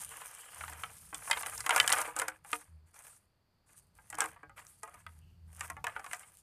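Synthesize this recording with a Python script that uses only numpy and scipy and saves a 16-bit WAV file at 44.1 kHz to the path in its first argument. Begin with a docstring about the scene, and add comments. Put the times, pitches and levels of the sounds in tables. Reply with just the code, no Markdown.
"""A bundle of thin bamboo poles is lowered onto dry leaves in a wood, unstrapped and sorted, close to a phone.
Rustle, a faint high scrape and a few soft knocks come first; the blows then crowd together and peak near 1.8 s.
After a thin stretch of rustle, a short cluster falls near 4.2 s and a looser one from 5.6 s to the end.
Knocks ring hollow canes and snap their skin; moving hands make poles chatter and leaves and strap rustle in grains.
Throughout, a low rumble comes and goes over quiet air and far insects, and a drone swells out three times."""
import sys
import numpy as np
from scipy import signal
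from scipy.fft import rfft, irfft, next_fast_len
from scipy.io import wavfile

SR = 44100
rng = np.random.default_rng(int(sys.argv[2]) if len(sys.argv) > 2 else 0)


def transcribe(signal):
    """Save signal, clipped to [-1, 1], as a 16-bit WAV file at the path in sys.argv[1]."""
    frames = np.atleast_2d(signal).T
    limited = np.clip(frames, -1, 1)
    pcm = np.round(limited * 32767).astype(np.int16)
    wavfile.write(sys.argv[1], SR, pcm)


N = 283122
TIME = np.arange(N) / SR
RING_TIME = np.arange(SR // 5) / SR

# blows of pole against pole, and at 1.145 s a brief scratch of the strap: start_s, ring_level_db,
# tube_pitch_hz, hardness_db_per_octave, click_level_db
KNOCKS = [(0.217, -47.5, 1037, 4, -62), (0.608, -42, 1396, 3, -54), (0.637, -42.5, 1230, 5, -65),
          (0.679, -45.5, 865, 6, -52), (0.835, -36.5, 1310, 4.5, -47.5), (1.128, -44.5, 1110, -1, -65),
          (1.145, -46, 3490, 9, -35.5), (1.275, -43, 1094, 0.5, -60), (1.299, -36.5, 907, -5, -41),
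          (1.3117, -25, 2046, 9.5, -27.5), (1.33, -32, 2105, 7, -44), (1.371, -36.5, 987, 5.5, -60),
          (1.432, -40, 1146, 5, -46), (1.461, -40, 803, 7, -39), (1.605, -45, 2020, 7, -35),
          (1.663, -32.5, 1084, 4, -34.5), (1.693, -26, 1410, 3.5, -28.5), (1.707, -25, 957, 6, -33.5),
          (1.725, -33, 1570, -2, -51.5), (1.7615, -24.5, 1430, 0.5, -24), (1.778, -30.5, 1710, 4.5, -34),
          (1.7998, -19.5, 3050, 11.5, -25.5), (1.8769, -30, 1668, 12, -24.5), (1.893, -34, 1930, 8, -37.5),
          (1.901, -31, 1980, 1.5, -28), (1.9197, -30.5, 2005, 12.5, -36), (1.925, -35, 1580, 1, -20.5),
          (1.932, -28, 1500, 2.5, -29.5), (1.985, -34, 1212, -3, -33.5), (2, -39.5, 1030, 2, -47),
          (2.016, -39, 1596, -1, -32.5), (2.054, -48, 2350, 6, -53), (2.078, -41.5, 1187, -5.5, -53),
          (2.164, -39, 1513, -2, -33.5), (2.189, -40, 1330, -8, -31), (2.197, -38, 1660, 9, -28.5),
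          (2.217, -31.5, 1440, 0.5, -37), (2.282, -35.5, 1508, 1, -33.5), (2.447, -53, 818, 1, -57),
          (2.53, -29.5, 1222, 6.5, -37), (3.986, -57.5, 1590, -1.5, -77.5),
          (4.101, -55.5, 1950, 0.5, -41.5), (4.127, -44, 1456, 0.5, -51.5), (4.144, -48, 1670, 0, -52),
          (4.185, -36.5, 1140, -1.5, -37.5), (4.2052, -32.5, 1630, 5, -24), (4.218, -33, 1587, 0.5, -38.5),
          (4.24, -37.5, 1070, -0.5, -42.5), (4.363, -55, 1153, -0.5, -82), (4.431, -49, 1610, -2.5, -70),
          (4.495, -55.5, 1255, -3.5, -67), (4.578, -54, 750, 6.5, -67), (4.832, -43.5, 1240, -3, -42),
          (4.876, -52, 1230, -1.5, -59), (4.942, -55, 1236, -1, -56), (5.065, -45.5, 1273, 6, -59.5),
          (5.608, -38.5, 1838, 4, -37.5), (5.7, -40, 1077, 0.5, -41.5), (5.767, -47.5, 884, -2, -62),
          (5.842, -35.5, 967, 2.5, -40.5), (5.868, -33, 1730, 2, -43.5), (5.882, -43.5, 1210, 1, -53),
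          (5.963, -37, 1438, 0, -69), (5.995, -46.5, 784, -1, -54), (6.043, -46, 1155, 3, -52),
          (6.063, -46, 1070, 3, -51), (6.112, -46.5, 2084, 3, -51), (6.132, -37.5, 1976, 3.5, -37),
          (6.232, -58.5, 2170, 7, -68)]
# shared modes of the canes: pitch_hz, level_db
CANE_MODES = [(308, -9.5), (460, -4), (624, -7.5), (745, -1), (882, -1), (946, 2.5), (1222, 4.5), (1450, 4),
              (1590, -2.5), (1704, 0.5), (1830, -10.5), (1975, 2.5), (2104, -8.5), (2195, 1), (2440, 1.5),
              (3073, -4)]
# spectrum of the cane wall modes: frequency_hz, level_db
CANE_WALL_SPECTRUM = [(480, -10), (800, -0.5), (1250, 2), (2100, -1.5), (3100, -8), (4000, -12),
                      (5500, -18)]
# spectrum of a snap of hard skin or brittle leaf: frequency_hz, level_db
SNAP_SPECTRUM = [(1000, -24.5), (3500, -10.5), (5500, -1.5), (7800, 6.5), (10000, 5), (12000, -5.5),
                 (14500, -8)]
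# hand movements that brush leaves and strap and drag poles over each other:
# start_s, length_s, rustle_level_db, drag_level_db, growth_db (from start to end)
MOVES = [(-0.02, 0.12, -47, -57, -20.5), (0.082, 0.33, -52.5, -56, -5.5), (0.398, 0.27, -54, -59, 9),
         (0.662, 0.069, -53, -52, 11), (0.763, 0.19, -54.5, -60.5, -2.5), (0.94, 0.18, -57.5, -75, 2),
         (1.124, 0.29, -49.5, -52.5, 12), (1.443, 0.24, -49, -51.5, -4.5), (1.708, 0.16, -40.5, -35, -1.5),
         (1.88, 0.14, -40, -36, 1), (2.03, 0.075, -52.5, -62, -11), (2.154, 0.22, -58.5, -53, -30),
         (2.435, 0.12, -56, -63, 16.5), (2.568, 0.049, -62, -67, 7), (2.858, 0.03, -67, -73.5, -4),
         (2.93, 0.078, -58, -60.5, -2.5), (3.01, 0.07, -60, -66.5, 12.5), (3.085, 0.093, -66, -80, 1),
         (3.658, 0.094, -67.5, -72, -5), (3.74, 0.048, -62.5, -82.5, 7), (3.937, 0.28, -69, -74, 4),
         (4.169, 0.12, -50.5, -45.5, -5.5), (4.559, 0.044, -52.5, -50, -6), (4.644, 0.16, -65, -114, -4),
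         (4.813, 0.2, -66, -65, -0.5), (5.059, 0.13, -70, -74, -2.5), (5.458, 0.2, -64, -65, 32.5),
         (5.87, 0.14, -64, -58, -3), (6.016, 0.15, -58, -61.5, 15.5), (6.183, 0.097, -60.5, -66, -6),
         (6.252, 0.15, -68.5, -104, 10)]
# a thin pole drawn along its neighbours sings faintly: start_s, length_s, level_db, pitch_hz
SCRAPES = [(0.034, 0.71, -67.5, 3020), (5.193, 0.12, -80, 2825)]
# spectrum of the dry leaves and strap: frequency_hz, level_db
LEAF_SPECTRUM = [(300, -31), (1500, -18), (3000, -15), (4400, -16), (5700, -12), (7500, -5.5), (9300, 0.5),
                 (12000, -9), (14500, -12.5)]
# brittle leaves and twigs snapping: start_s, level_db
LEAF_SNAPS = [(0.733, -49), (1.424, -39), (1.578, -37.5), (1.749, -41), (2.943, -59), (2.99, -50.5),
              (3.164, -63), (3.952, -65.5), (4.152, -45.5), (4.258, -41.5), (4.667, -52.5), (6.146, -47)]
# course of the low rumble, before its surges: time_s, level_db
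RUMBLE_LEVEL = [(0, -66.5), (0.45, -78), (0.62, -63.5), (1.9, -64), (2.15, -70.5), (3.4, -80), (4.2, -65),
                (4.95, -71.5), (5.1, -64), (5.8, -63), (6.42, -75)]
# spectrum of the low rumble: frequency_hz, level_db
RUMBLE_SPECTRUM = [(22, -27.5), (48, 0.5), (90, 3), (170, -3.5), (240, -15), (600, -39.5)]
# swells of the low drone: start_s, length_s, level_db, growth_db (from start to end)
DRONE_SWELLS = [(0.578, 0.18, -53, 5), (2.673, 0.081, -55, 6.5), (5.052, 0.65, -55, 3)]
# spectrum of the woodland air: frequency_hz, level_db
AIR_SPECTRUM = [(25, -7.5), (55, -7), (130, -6.5), (250, -12.5), (1000, -17), (3700, -28), (5400, -35),
                (14000, -35)]

# every movement sets in quickly; the leaves settle and the poles come to rest after it
MOVE_ATTACK_S, LEAF_SETTLE_DB_PER_S, POLE_SETTLE_DB_PER_S = 0.034, 199, 138.5
# when a movement stops, its sound drops by this much within this time while it dies away
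STOP_DROP_DB, STOP_S = 6.5, 0.011
DRONE_ATTACK_S, DRONE_FADE_DB_PER_S = 0.015, 97.5
# rebound against the blow, skin ping against the snap, buzz against the burst of the snap
BOUNCE_DB, SKIN_PING_DB, SKIN_BUZZ_DB = -17, -6.5, -20
SKIN_PING_HZ = 8350  # centre of the random pitches
INSECT_HZ, INSECT_WIDTH_HZ, INSECT_DB = 4600, 600, -89.5
AIR_DB = -77
TOP_HZ = 14500


def knocks():
    """Poles strike each other, each blow ringing the hollow canes; one brief scratch of the strap sounds the
    same way."""
    out = np.zeros(N)
    for start_s, *blow in KNOCKS:
        add(out, start_s, knock(*blow))
    return out


def knock(ring_db, tube_hz, hardness_db, click_db):
    """One blow: a dominant tube resonance, wall modes, the cane ring and a click of the skin."""
    # the levels hold for the first moments of ring and click
    ring_s, click_s, build_s = .012, .004, .0006
    # hard, glancing contacts excite the modes that die soonest
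    shorten = np.exp(-.09 * hardness_db)
    wall = unit(wall_ring(hardness_db, 0.092 * shorten, scatter_db=2.5), ring_s)
    tube = unit(np.sin(2 * np.pi * tube_hz * RING_TIME) * fade(0.09 * shorten), ring_s)
    canes = unit(cane_ring(hardness_db), ring_s)
    ring = wall + undb(-3.0) * tube + undb(-5.0) * canes
    # the ring builds up as bending waves spread along the pole
    ring = ring * (1 - np.exp(-RING_TIME / build_s))
    # the loose pole rebounds once, more weakly
    lag = int(SR * rng.uniform(.008, .035))
    ring = ring + undb(BOUNCE_DB) * np.pad(ring, (lag, 0))[:len(ring)]
    click = snap(0.015, SKIN_BUZZ_DB) + undb(SKIN_PING_DB) * skin_ping(click_s)
    return undb(ring_db) * unit(ring, ring_s) + undb(click_db) * unit(click, click_s)


def cane_ring(hardness_db):
    """The ring of the canes, a set of slightly detuned modes."""
    hz, db = np.transpose(CANE_MODES)
    return struck(hz, db, hardness_db, t60_at_1khz=0.1, damping=0.61, scatter_db=7.5, detune=.02)


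def wall_ring(hardness_db, t60, scatter_db, count=28):
    """The crowded, unevenly spaced modes of whichever cane walls touch."""
    wall_hz, wall_db = np.transpose(CANE_WALL_SPECTRUM)
    # one mode at a random place in each equal slice of the range
    place = (np.arange(count) + rng.random(count)) / count
    hz = np.interp(place, [0, 1], wall_hz[[0, -1]])
    db = np.interp(hz, wall_hz, wall_db)
    return struck(hz, db, hardness_db, t60, damping=.6, scatter_db=scatter_db, detune=.02)


def struck(hz, db, hardness_db, t60_at_1khz, damping, scatter_db, detune):
    """Modes weighted anew by the place of each blow; high modes die sooner, by a power of their frequency."""
    place, shift, phase_turns = rng.standard_normal((3, len(hz)))
    khz = hz / 1000
    # a soft, long contact excites modes above its corner only weakly
    corner_hz = 2900 * 2 ** (hardness_db / 14)
    tilt_db = hardness_db * np.log2(khz)
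    gain = undb(db + scatter_db * place + tilt_db) / np.sqrt(1 + (hz / corner_hz) ** 8)
    turns = np.outer(hz * (1 + detune * shift), RING_TIME) + phase_turns[:, None]
    waves = np.sin((2 * np.pi * turns).astype(np.float32))
    return gain @ (waves * fade(t60_at_1khz / khz[:, None] ** damping))


def skin_ping(level_span_s):
    """The hard skin pings briefly as it snaps, at a slightly different pitch each time."""
    ping_hz = SKIN_PING_HZ * (1 + .08 * rng.standard_normal())
    return unit(np.sin(2 * np.pi * ping_hz * RING_TIME) * fade(.008), level_span_s)


def snap(t60, buzz_db):
    """A brittle surface gives way once, then buzzes faintly; every spot has its own colour."""
    buzz = undb(buzz_db + 4 * walk(350, RING_TIME)) * fade(.08)
    burst = (fade(t60) + buzz) * (1 - fade(.002))  # the last factor softens the onset
    spot = [(hz, db + 3 * rng.standard_normal()) for hz, db in SNAP_SPECTRUM]
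    return unit(colour(rng.standard_normal(len(RING_TIME)) * burst, spot), .004)


def sliding(count=16):
    """Canes dragged over each other catch and slip, each slip a tiny knock; every touching spot has its notes."""
    chatter = 0
    for _ in range(count):
        walls = wall_ring(1, t60=.035, scatter_db=6)
        ring = (unit(walls) + undb(-7.5) * unit(cane_ring(0))) * (1 - fade(0.007))
        slips = grains(per_s=24, spread_db=3.5)
        chatter = chatter + unit(signal.oaconvolve(slips, ring)[:N])
    drag = sum(swell(start_s, length_s, drag_db, growth_db, MOVE_ATTACK_S, POLE_SETTLE_DB_PER_S, STOP_DROP_DB)
               for start_s, length_s, _, drag_db, growth_db in MOVES)
    return unit(chatter) * drag


def scrapes():
    """Steady sliding keeps one high wall resonance going, unevenly."""
    sung = sum(narrow_noise(hz, 450) * swell(start_s, length_s, db, 0, MOVE_ATTACK_S, POLE_SETTLE_DB_PER_S)
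               for start_s, length_s, db, hz in SCRAPES)
    return sung * undb(2.5 * walk(40))


def rustle():
    """Dry leaves and the strap brush along the poles: fine grains whose colour shifts as the contact moves."""
    brush = 0
    for hz in np.geomspace(500, 13500, 22):
        band = signal.butter(2, [hz / 1.082, hz * 1.082], "band", fs=SR, output="sos")
        brush = brush + signal.sosfilt(band, rng.standard_normal(N)) * undb(3 * walk(35))
    # brittle leaves crackle mostly in the treble
    burst = rng.standard_normal(len(RING_TIME)) * fade(.005)
    tick = signal.sosfilt(signal.butter(1, 2000, "high", fs=SR, output="sos"), burst)
    crackle = unit(signal.fftconvolve(grains(per_s=80, spread_db=5), tick)[:N])
    leaves = unit(colour(unit(brush) + undb(-1.5) * crackle, LEAF_SPECTRUM))
    # the pressure of the rub is never even
    flutter_db = 2.2 * walk(60)
    rub = sum(swell(start_s, length_s, rustle_db, growth_db, MOVE_ATTACK_S, LEAF_SETTLE_DB_PER_S, STOP_DROP_DB)
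              for start_s, length_s, rustle_db, _, growth_db in MOVES)
    return leaves * rub * undb(flutter_db)


def leaf_snaps():
    """Single dry cracks of leaves and twigs that stand out of the rustle."""
    out = np.zeros(N)
    for start_s, db in LEAF_SNAPS:
        add(out, start_s, undb(db) * snap(0.011, buzz_db=-25.5))
    return out


def woodland(x, echo_db=-23, t60=0.11):
    """Faint scatter from the ground and trunks, duller than the direct sound."""
    tail = rng.standard_normal(SR) * undb(-60 * TIME[:SR] / t60)
    dull = signal.butter(1, 3500, fs=SR, output="sos")
    tail = signal.sosfilt(dull, tail / np.linalg.norm(tail))
    return x + undb(echo_db) * signal.fftconvolve(x, tail)[:N]


def background():
    """Everything behind the poles: low rumble, drone, air and insects."""
    return rumble() + drone() + air() + insects()


def rumble():
    """Low-coloured noise that comes and goes, with uneven surges."""
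    level_db = np.interp(TIME, *np.transpose(RUMBLE_LEVEL))
    surge_db = 2.2 * walk(16)
    return unit(colour(rng.standard_normal(N), RUMBLE_SPECTRUM)) * undb(level_db + surge_db)


def drone(pitch_hz=81):
    """A low tone and its fainter octave, wavering in pitch and level, swell out three times."""
    turns = np.cumsum(pitch_hz + 3 * walk(22)) / SR
    octave = undb(-15.5) * np.sin(2 * np.pi * 2 * turns)
    swells = sum(swell(*row, DRONE_ATTACK_S, DRONE_FADE_DB_PER_S) for row in DRONE_SWELLS)
    return (np.sin(2 * np.pi * turns) + octave) * swells * undb(3 * walk(27))


def air():
    """Quiet woodland air: coloured noise with a slow wander in level."""
    return unit(colour(rng.standard_normal(N), AIR_SPECTRUM)) * undb(AIR_DB + walk(3))


def insects():
    """Far insects: a narrow band of noise that wavers in level."""
    return narrow_noise(INSECT_HZ, INSECT_WIDTH_HZ) * undb(INSECT_DB + 2.2 * walk(5))


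def swell(start_s, length_s, db, growth_db, attack_s, fall_db_per_s, drop_db=0):
    """Envelope of one gesture: a quick rise, a hold that grows or wanes, an optional drop and a steady fall."""
    age = TIME - start_s
    after = np.clip(age - length_s, 0, 1)
    hold_db = growth_db * (np.clip(age / length_s, 0, 1) - .5)  # db is reached halfway
    release_db = drop_db * np.minimum(after / STOP_S, 1) + fall_db_per_s * after
    return np.clip(age / attack_s, 0, 1) * undb(db + hold_db - release_db)


def grains(per_s, spread_db):
    """Random tiny impacts, most of them weak and a few strong."""
    count, out = int(per_s * N / SR), np.zeros(N)
    size_db = spread_db * np.minimum(rng.exponential(size=count), 3)
    out[rng.integers(0, N, count)] = rng.choice([-1, 1], count) * undb(size_db)
    return unit(out)


def narrow_noise(hz, width_hz):
    """Noise in one resonance."""
    band = signal.butter(2, [hz - width_hz / 2, hz + width_hz / 2], "band", fs=SR, output="sos")
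    return unit(signal.sosfilt(band, rng.standard_normal(N)))


def colour(x, points):
    """Causal minimum-phase filter with the given spectrum, drawn straight over octaves."""
    size = 2 * next_fast_len(len(x))
    hz, db = np.transpose(points)
    octave = np.log2(np.maximum(np.arange(size // 2 + 1) * SR / size, 1))
    # folding the cepstrum onto positive times makes the filter causal
    cepstrum = irfft(np.interp(octave, np.log2(hz), db) * np.log(10) / 20)
    cepstrum[1:size // 2] *= 2
    cepstrum[size // 2 + 1:] = 0
    return irfft(rfft(x, size) * np.exp(rfft(cepstrum)))[:len(x)]


def walk(rate, time=TIME):
    """Random wander: normal draws at this many per second, joined by straight lines."""
    return np.interp(time * rate, np.arange(len(time)), rng.standard_normal(len(time)))


def fade(t60):
    """Exponential decay of a ring, down 60 dB after t60 seconds."""
    return np.exp((-np.log(1000) * RING_TIME / t60).astype(np.float32))


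def unit(x, span_s=None):
    """Scale to rms 1, over the whole sound or over its first moments."""
    head = x if span_s is None else x[:int(span_s * SR)]
    return x / np.sqrt(np.mean(head ** 2) + 1e-20)


def undb(db):
    """Decibels to gain."""
    return 10 ** (np.asarray(db) / 20)


def add(track, start_s, sound):
    """Mix a sound into a track at a time."""
    start = int(start_s * SR)
    track[start:start + len(sound)] += sound[:N - start]


def scene():
    """Poles and leaves among the trees, over the background."""
    poles = knocks() + sliding() + scrapes()
    leaves = rustle() + leaf_snaps()
    return (woodland(poles + leaves) + background())[None]


def record(dry):
    """The phone cuts the top with a steep low-pass."""
    return signal.sosfilt(signal.ellip(10, .2, 70, TOP_HZ, fs=SR, output="sos"), dry)


dry = scene()
out = record(dry)
transcribe(out)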